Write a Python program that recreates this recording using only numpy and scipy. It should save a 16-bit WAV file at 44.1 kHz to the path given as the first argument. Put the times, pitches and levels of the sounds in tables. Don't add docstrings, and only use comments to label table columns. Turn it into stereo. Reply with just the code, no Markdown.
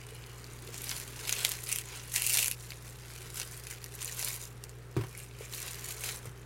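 import sys
import numpy as np
from scipy import signal
from scipy.fft import rfft, irfft, next_fast_len
from scipy.io import wavfile
from scipy.ndimage import uniform_filter1d

SR = 44100
rng = np.random.default_rng(int(sys.argv[2]) if len(sys.argv) > 2 else 0)


def to_wav(sig):
    pcm = np.clip(np.atleast_2d(sig), -1, 1) * 32767
    pcm = np.round(pcm).astype(np.int16)
    wavfile.write(sys.argv[1], SR, pcm.T)


N = 284562


def amp(db):
    return 10 ** (np.asarray(db) / 20)


def unit(x):
    return x / np.sqrt(np.mean(x ** 2) + 1e-20)


def read(points, hz):
    f, value = np.transpose(points)
    return np.interp(np.log(hz + 1), np.log(f + 1), value)


def add(mix, s, sound):
    part = mix[:, max(round(s * SR), 0):][:, :sound.shape[1]]
    part += sound[:, :part.shape[1]]


def noise_pair(size, colour, likeness):
    full = next_fast_len(size, real=True)
    hz = np.fft.rfftfreq(full, 1 / SR)
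    common, apart = rfft(rng.standard_normal((2, full)))
    same = np.clip(read(likeness, hz), 0, 1)
    mid = np.sqrt(1 + same) * common
    side = np.sqrt(1 - same) * apart
    spectra = np.array([mid + side, mid - side]) * amp(read(colour, hz))
    return unit(irfft(spectra, full)[:, :size])


def tilted(x, tilt_db, pivot_hz=5600):
    lowpass = signal.butter(2, min(pivot_hz, SR / 3), fs=SR, output="sos")
    low = signal.sosfiltfilt(lowpass, x)
    treble = x - low
    return (low + amp(tilt_db) * treble) / np.sqrt((1 + amp(tilt_db) ** 2) / 2)


def band(x, hz, width_hz):
    return signal.lfilter(*signal.iirpeak(min(hz, SR / 2.2), hz / width_hz, fs=SR), x)


MAINS_HZ = 60
# (multiple of the mains frequency, rms level [dB] before a slight pan)
HUM = [(1, -55.5), (2, -50.5), (4, -82)]
# (frequency [Hz], relative density [dB])
ROOM_COLOUR = [(20, -24), (27, -12), (34, -1), (43, -12), (85, -5), (145, 0.6), (200, -8), (280, -14),
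               (390, -3), (480, -7), (620, -17), (1200, -17), (2500, -23), (5000, -27), (10000, -29),
               (16000, -37)]
# (frequency [Hz], likeness [0-1])
ROOM_LIKENESS = [(60, 0.8), (140, 0.68), (300, 0.64), (700, 0.46), (1400, 0.45), (3000, 0.038),
                 (15000, 0.1)]


def background(room_db=-54.5):
    t = np.arange(N) / SR
    hum = 0
    for multiple, db in HUM:
        cycles = round(multiple) * MAINS_HZ * t + rng.random()
        hum = hum + amp(db) * np.sqrt(2) * np.cos(2 * np.pi * cycles)
    pan = amp([[.3], [-.3]])
    return hum * pan + amp(room_db) * noise_pair(N, ROOM_COLOUR, ROOM_LIKENESS)


# (time [s], level [dB])
RUBBING = [(0, -57), (1.4, -53.5), (2.1, -63), (2.4, -53), (2.6, -59.5), (4.8, -58.5), (5.4, -59.5),
           (6.1, -51.5), (6.45, -59)]
# (frequency [Hz], relative density [dB])
SKIN_COLOUR = [(60, 2), (150, -33), (250, -5.5), (300, -4.5), (400, 8), (500, -0.5), (650, -5),
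               (1100, -2.5), (1600, -1.5), (3000, -11.5), (16000, -64)]


def fingers():
    level_db = np.interp(np.arange(N) / SR, *np.transpose(RUBBING))
    return amp(level_db) * noise_pair(N, SKIN_COLOUR, ROOM_LIKENESS)


# (time [s], level before the paper's overall gain [dB])
HOLDING = [(0, -55), (.35, -55.5), (1.1, -50.5), (2.6, -56.5), (3.3, -53.5), (3.85, -55.5), (4.85, -64),
           (5.4, -62), (6.45, -61.5)]
# (moment of most pressure [s], level before the paper's overall gain [dB],
# swell [s], release [s], treble tilt [dB])
SQUEEZES = [(.77, -49.5, 0.13, 0.027, 1), (.9, -40, 0.11, 0.15, 3), (1.32, -40, 0.14, 0.076, 0),
            (1.45, -37.5, 0.16, 0.13, 1.5), (1.74, -42, 0.13, 0.078, 8), (1.93, -46.5, 0.092, 0.22, -3),
            (2.154, -34.5, 0.035, 0.09, 5.5), (2.29, -34.5, 0.07, 0.12, 16),
            (2.39, -30.5, 0.13, 0.093, 9.5), (2.64, -52, 0.091, 0.11, 2), (2.87, -53, 0.045, 0.049, 5),
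            (3.14, -51, 0.089, 0.2, 2), (3.39, -39, 0.046, 0.052, 2), (3.54, -51, 0.14, 0.16, 6),
            (3.715, -45, 0.035, 0.04, 5), (3.94, -45, 0.016, 0.02, 10), (4.055, -42.5, 0.073, 0.17, 1.5),
            (4.275, -37, .13, .11, 5.5), (4.44, -47, .06, 0.053, 5.5), (5.2, -49.5, 0.13, 0.072, 6.5),
            (5.43, -49.5, 0.055, 0.06, 1), (5.55, -42.5, 0.041, 0.089, 5.5), (5.66, -42.5, .11, .17, 0),
            (5.9, -39.5, 0.086, 0.069, 3.5), (6.075, -37.5, 0.08, 0.09, 3), (6.27, -52, 0.035, 0.033, 5)]


def handling(holding_tilt_db=-1.5, depth_db=10, roundness=1.64):
    t = np.arange(N) / SR
    power = amp(np.interp(t, *np.transpose(HOLDING))) ** 2
    weighted_tilt = power * holding_tilt_db
    for s, db, swell_s, release_s, tilt_db in SQUEEZES:
        away = np.maximum((s - t) / swell_s, (t - s) / release_s)
        near = away < 10
        squeeze = amp(db - depth_db * away[near] ** roundness) ** 2
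        power[near] += squeeze
        weighted_tilt[near] += squeeze * tilt_db
    level_db = 10 * np.log10(power)
    return level_db, weighted_tilt / power


# (frequency [Hz], relative density [dB])
CREASE_COLOUR = [(200, -60), (650, -10), (1400, -10.5), (2000, -1.5), (2600, 1), (3300, -3), (4600, -0.5),
                 (7200, 1), (8300, 0), (10500, 0.5), (13000, -0.5), (16000, -7)]
# (frequency [Hz], likeness [0-1])
PAPER_LIKENESS = [(300, 0.16), (1400, 0.92), (2600, 0.95), (4500, 0.56), (8000, 0.6), (14000, 0.34)]
CREASE_LEAD_S = .006


def crease(ring_s, hz, ring_db, chain_db, chain_s=0.005, lead_s=0.00079, sharpness=5):
    t = np.arange(760) / SR - CREASE_LEAD_S
    burst = np.exp(np.minimum(t, 0) / lead_s - np.maximum(t, 0) / ring_s)
    chain = amp(chain_db) * np.exp(-abs(t) / chain_s)
    sound = noise_pair(len(t), CREASE_COLOUR, PAPER_LIKENESS) * (burst + chain)
    sound = sound + amp(ring_db) * band(sound, hz, hz / sharpness)
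    return sound / np.sqrt(np.sum(sound ** 2) / 2)


def crackle(rate, spread_db, cap, count=96):
    folds = []
    for hz in np.geomspace(1700, 13000, count):
        ring_s = 0.0003 * np.exp(0.46 * rng.standard_normal())
        fold = crease(ring_s, hz, ring_db=6.5, chain_db=-13.5)
        folds.append(tilted(fold, 7.2 * rng.standard_normal()))
    size_db = spread_db * np.minimum(rng.exponential(1, N), cap)
    sizes = amp(size_db) * rng.choice([-1, 1], N)
    happens = rng.random(N) < rate / SR
    clicks = sizes * happens / np.sqrt(rate)
    which = rng.integers(0, count, N)
    out = np.zeros((2, N))
    for i in np.flatnonzero(clicks):
        add(out, i / SR - CREASE_LEAD_S, clicks[i] * folds[which[i]])
    power = uniform_filter1d(uniform_filter1d(clicks ** 2, size=3000), size=3000)
    return out / np.sqrt(np.maximum(power, 0) + .02 * np.mean(clicks ** 2))


# (frequency [Hz], relative density [dB])
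SLIDING_COLOUR = [(150, -19), (420, 2), (650, 2.5), (1300, 2), (2200, 5), (3400, 2.5), (4800, 2.5),
                  (7000, 0.5), (10500, -0.5), (13000, -6), (16000, -6)]


def rustle():
    level_db, tilt_db = handling()
    folds_per_s = 540 * amp(0.26 * (level_db + 39))
    folds = amp(-1) * crackle(folds_per_s, spread_db=4.5, cap=3.23)
    grip = unit(uniform_filter1d(rng.standard_normal(N), size=700))
    hiss = noise_pair(N, SLIDING_COLOUR, PAPER_LIKENESS) * amp(2.2 * grip)
    slide = amp(-4.5) * unit(hiss)
    return amp(level_db) * tilted(folds + slide, tilt_db)


def shifting(x):
    z = signal.stft(x, nperseg=1024, noverlap=512)[2]
    patches = uniform_filter1d(rng.standard_normal(z.shape[1:]), size=5, axis=0)
    patches = unit(uniform_filter1d(patches, size=7, axis=1))
    gain = unit(amp(1.8 * patches))
    return signal.istft(z * gain, nperseg=1024, noverlap=512)[1][:, :N]


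# (frequency [Hz], width [Hz], level relative to the direct sound [dB])
NOOK = [(1100, 160, -13), (1550, 160, -11), (4200, 300, -10), (6050, 300, -13), (7100, 350, -11),
        (9000, 300, -12), (10400, 600, -13)]
# (start [s], end [s], frequency [Hz], width [Hz], level relative to the direct sound [dB])
GRASPS = [(0, 0.317, 2380, 200, -1), (0, 0.366, 2940, 90, 6), (1.248, 1.547, 3350, 650, -4),
          (1.656, 1.829, 2540, 900, 5.5), (2.148, 2.555, 2630, 845, 5), (2.95, 3.753, 1490, 250, -3),
          (3.462, 3.896, 1930, 400, -5), (5.103, 5.522, 2410, 604, 1.5), (5.525, 5.8, 2300, 600, -9),
          (5.995, 6.125, 2300, 600, -9)]


def hollows(x):
    t = np.arange(N) / SR
    out = x + sum(amp(db) * band(x, hz, width) for hz, width, db in NOOK)
    for start, end, hz, width, db in GRASPS:
        held = np.clip(np.minimum(t - start, end - t) / 0.015, 0, 1)
        out = out + amp(db) * band(x * held, hz, width)
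    return out


# (frequency [Hz], relative density [dB])
ECHO_COLOUR = [(100, 7), (1000, 3.5), (2500, 0.5), (6000, 1), (16000, 2.5)]


def reflections(x, t60=0.11):
    t = np.arange(SR // 4) / SR
    tail = noise_pair(len(t), ECHO_COLOUR, PAPER_LIKENESS) * (t > .002) * amp(-60 * t / t60)
    tail /= np.linalg.norm(tail, axis=1, keepdims=True)
    return signal.oaconvolve(x, tail, axes=1)[:, :N]


# (frequency [Hz], level [dB], decay by 60 dB [s])
TABLE_MODES = [(66, -33, 0.18), (118.5, -6.5, 0.12), (147, -6, 0.19), (207, -12, 0.057), (311, -12, 0.051),
               (338.6, -10, 0.15), (380, -7, 0.17), (418, -15, 0.073), (686, -21, 0.094), (950, -10, 0.054),
               (1116, -16, 0.13), (1260, -21, .06), (1810, -24, .04), (2370, -23, .05)]
# (time [s], force [dB], contact time [ms], hollow knock [dB], skin scuff [dB])
BLOWS = [(.122, -62, 3, -39, -57), (.689, -62, 3, -37.5, -64), (4.9660, -23, 0.85, -34, -37.5),
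         (4.9675, -19, 4.2, -42, -63), (4.9732, -19.5, 3.8, -34.5, -61), (4.9907, -23, 2.47, -41, -44.5),
         (5.01, -40, 2.8, -62, -40), (5.036, -42, 1.6, -60, -41), (5.4075, -46, 2.8, -32.5, -62),
         (6.2546, -48, 4.9, -35.5, -47.5), (6.267, -32, 6.6, -60, -54)]
# (frequency [Hz], relative density [dB])
SCUFF_COLOUR = [(150, -2), (500, -6), (1100, -1.5), (1700, -6), (2400, -8), (4000, -14), (8000, -18),
                (16000, -21)]


def table(knock_hz=450, knock_t60=0.035, scuff_t60=0.11, lowest_hz=75):
    t = np.arange(SR // 2) / SR
    wood = sum(amp(db - 60 * t / t60) * np.sin(2 * np.pi * hz * t) for hz, db, t60 in TABLE_MODES)
    knock = amp(-60 * t / knock_t60) * np.sin(2 * np.pi * knock_hz * t)
    knock = knock * (1 - np.exp(-t / 0.00075))
    out = np.zeros((2, N))
    for s, db, contact_ms, knock_db, scuff_db in BLOWS:
        phase = t * 1000 / contact_ms
        push = np.sin(np.pi * np.minimum(phase, 1)) ** 2
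        ring = signal.fftconvolve(wood, push / push.sum())[:len(t)]
        scuff = noise_pair(len(t), SCUFF_COLOUR, PAPER_LIKENESS) * amp(scuff_db - 60 * t / scuff_t60)
        add(out, s, amp(db) * ring + amp(knock_db) * knock + scuff)
    return signal.sosfilt(signal.butter(N=3, Wn=lowest_hz, btype="high", fs=SR, output="sos"), out)


# (time [s], level [dB])
PALM = [(.2, -75), (.55, -58.5), (.95, -62), (1.7, -71)]
# (frequency [Hz], relative density [dB])
PALM_COLOUR = [(100, -25), (190, -9), (250, 0), (330, -4), (400, -16), (1000, -40), (16000, -70)]


def palm():
    level_db = np.interp(np.arange(N) / SR, *np.transpose(PALM))
    return amp(level_db) * noise_pair(N, PALM_COLOUR, ROOM_LIKENESS)


# (time [s], pitch [Hz], rms level [dB])
SQUEAK = [(.28, 1090, -80), (.32, 1054, -68), (.37, 1036, -61), (.41, 990, -76)]


def squeak():
    s, hz, db = np.transpose(SQUEAK)
    t = np.arange(N) / SR
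    level = amp(np.interp(t, s, db)) * (t > s[0]) * (t < s[-1])
    cycles = np.cumsum(np.interp(t, s, hz)) / SR
    return level * np.sqrt(2) * np.sin(2 * np.pi * cycles)


# (time [s], relative level [dB], treble tilt [dB], ring of the strip [Hz])
SNAPS = [(.4427, -42, -6, 4600), (.7438, -37.5, 0, 5260), (0.8935, -29.5, 2, 5100), (0.915, -28, -13, 5230),
         (1.0002, -35, 1, 9400), (1.2936, -21.5, -7, 9900), (1.326, -20.5, -4, 6740),
         (1.4492, -18, -3, 3200), (1.492, -29, 2, 10700), (1.5179, -26.5, 2, 1730),
         (1.638, -36.5, 16, 9900), (1.6901, -31.5, 6, 9900), (1.7172, -30, 5, 2490), (1.7267, -24, 8, 8400),
         (1.76, -28, 8.5, 2730), (1.7863, -29, 2.5, 8100), (2.14, -28, 0, 10000), (2.1613, -21.5, 2, 9400),
         (2.221, -25, 2, 11300), (2.2659, -23, 9, 11000), (2.273, -27, 11, 2470), (2.296, -25.5, 16, 7000),
         (2.336, -24, 13, 9350), (2.351, -28, 13, 7200), (2.3723, -22.5, 3, 11400), (2.3859, -24, 0, 9500),
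         (2.391, -23, 0, 9400), (2.4287, -28, -1, 2600), (2.4445, -26.5, 3, 10200),
         (2.4593, -28, -1, 10700), (2.4813, -24.5, 4, 11000), (2.5133, -26, 3, 10800),
         (2.7056, -36, -5, 4130), (2.7199, -37, -12, 2620), (3.399, -26.5, -5.5, 9600),
         (3.4158, -29.5, -23, 6200), (3.6695, -33, -8, 9900), (3.71, -35, -6, 8800), (3.842, -35, 6, 2930),
         (3.8615, -42.5, 2, 1700), (4.0184, -34, -3, 7100), (4.0276, -29.5, -6, 9500),
         (4.0464, -32.5, 12, 9900), (4.1933, -32, 8, 5300), (4.227, -29, -6, 8150), (4.247, -28, 8, 11500),
         (4.639, -35.5, -3, 7100), (4.6941, -42, -5, 7240), (5.5369, -34.5, -6, 3850),
         (6.0377, -31.5, -3, 2300)]


def snaps(followers=2, followers_db=-12, within_s=.009):
    out = np.zeros((2, N))
    for s, db, tilt_db, hz in SNAPS:
        pan_db = .6 * rng.standard_normal()
        gain = amp(db + 20) * amp([[pan_db], [-pan_db]])
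        start = s - .0056
        burst = crease(ring_s=0.0006, hz=hz, ring_db=3.5, chain_db=-23.5, lead_s=0.00044)
        add(out, start, gain * tilted(burst, tilt_db))
        for delay_s in within_s * rng.random(followers):
            follower = crease(ring_s=0.00037, hz=hz, ring_db=-7, chain_db=-22, lead_s=0.00041)
            add(out, start + delay_s, gain * amp(followers_db) * tilted(follower, tilt_db))
    return out


def scene():
    paper = amp(0.21) * hollows(shifting(rustle()) + snaps())
    knocks = table()
    room = reflections(amp(-11) * paper + amp(-20.5) * knocks)
    return paper + knocks + fingers() + squeak() + room + background() + palm()


def record(dry, edge_hz=16100):
    lowpass = signal.firwin(511, edge_hz, window=("kaiser", 9), fs=SR)
    return signal.oaconvolve(dry, lowpass[None], "same")


dry = scene()
out = record(dry)
to_wav(out)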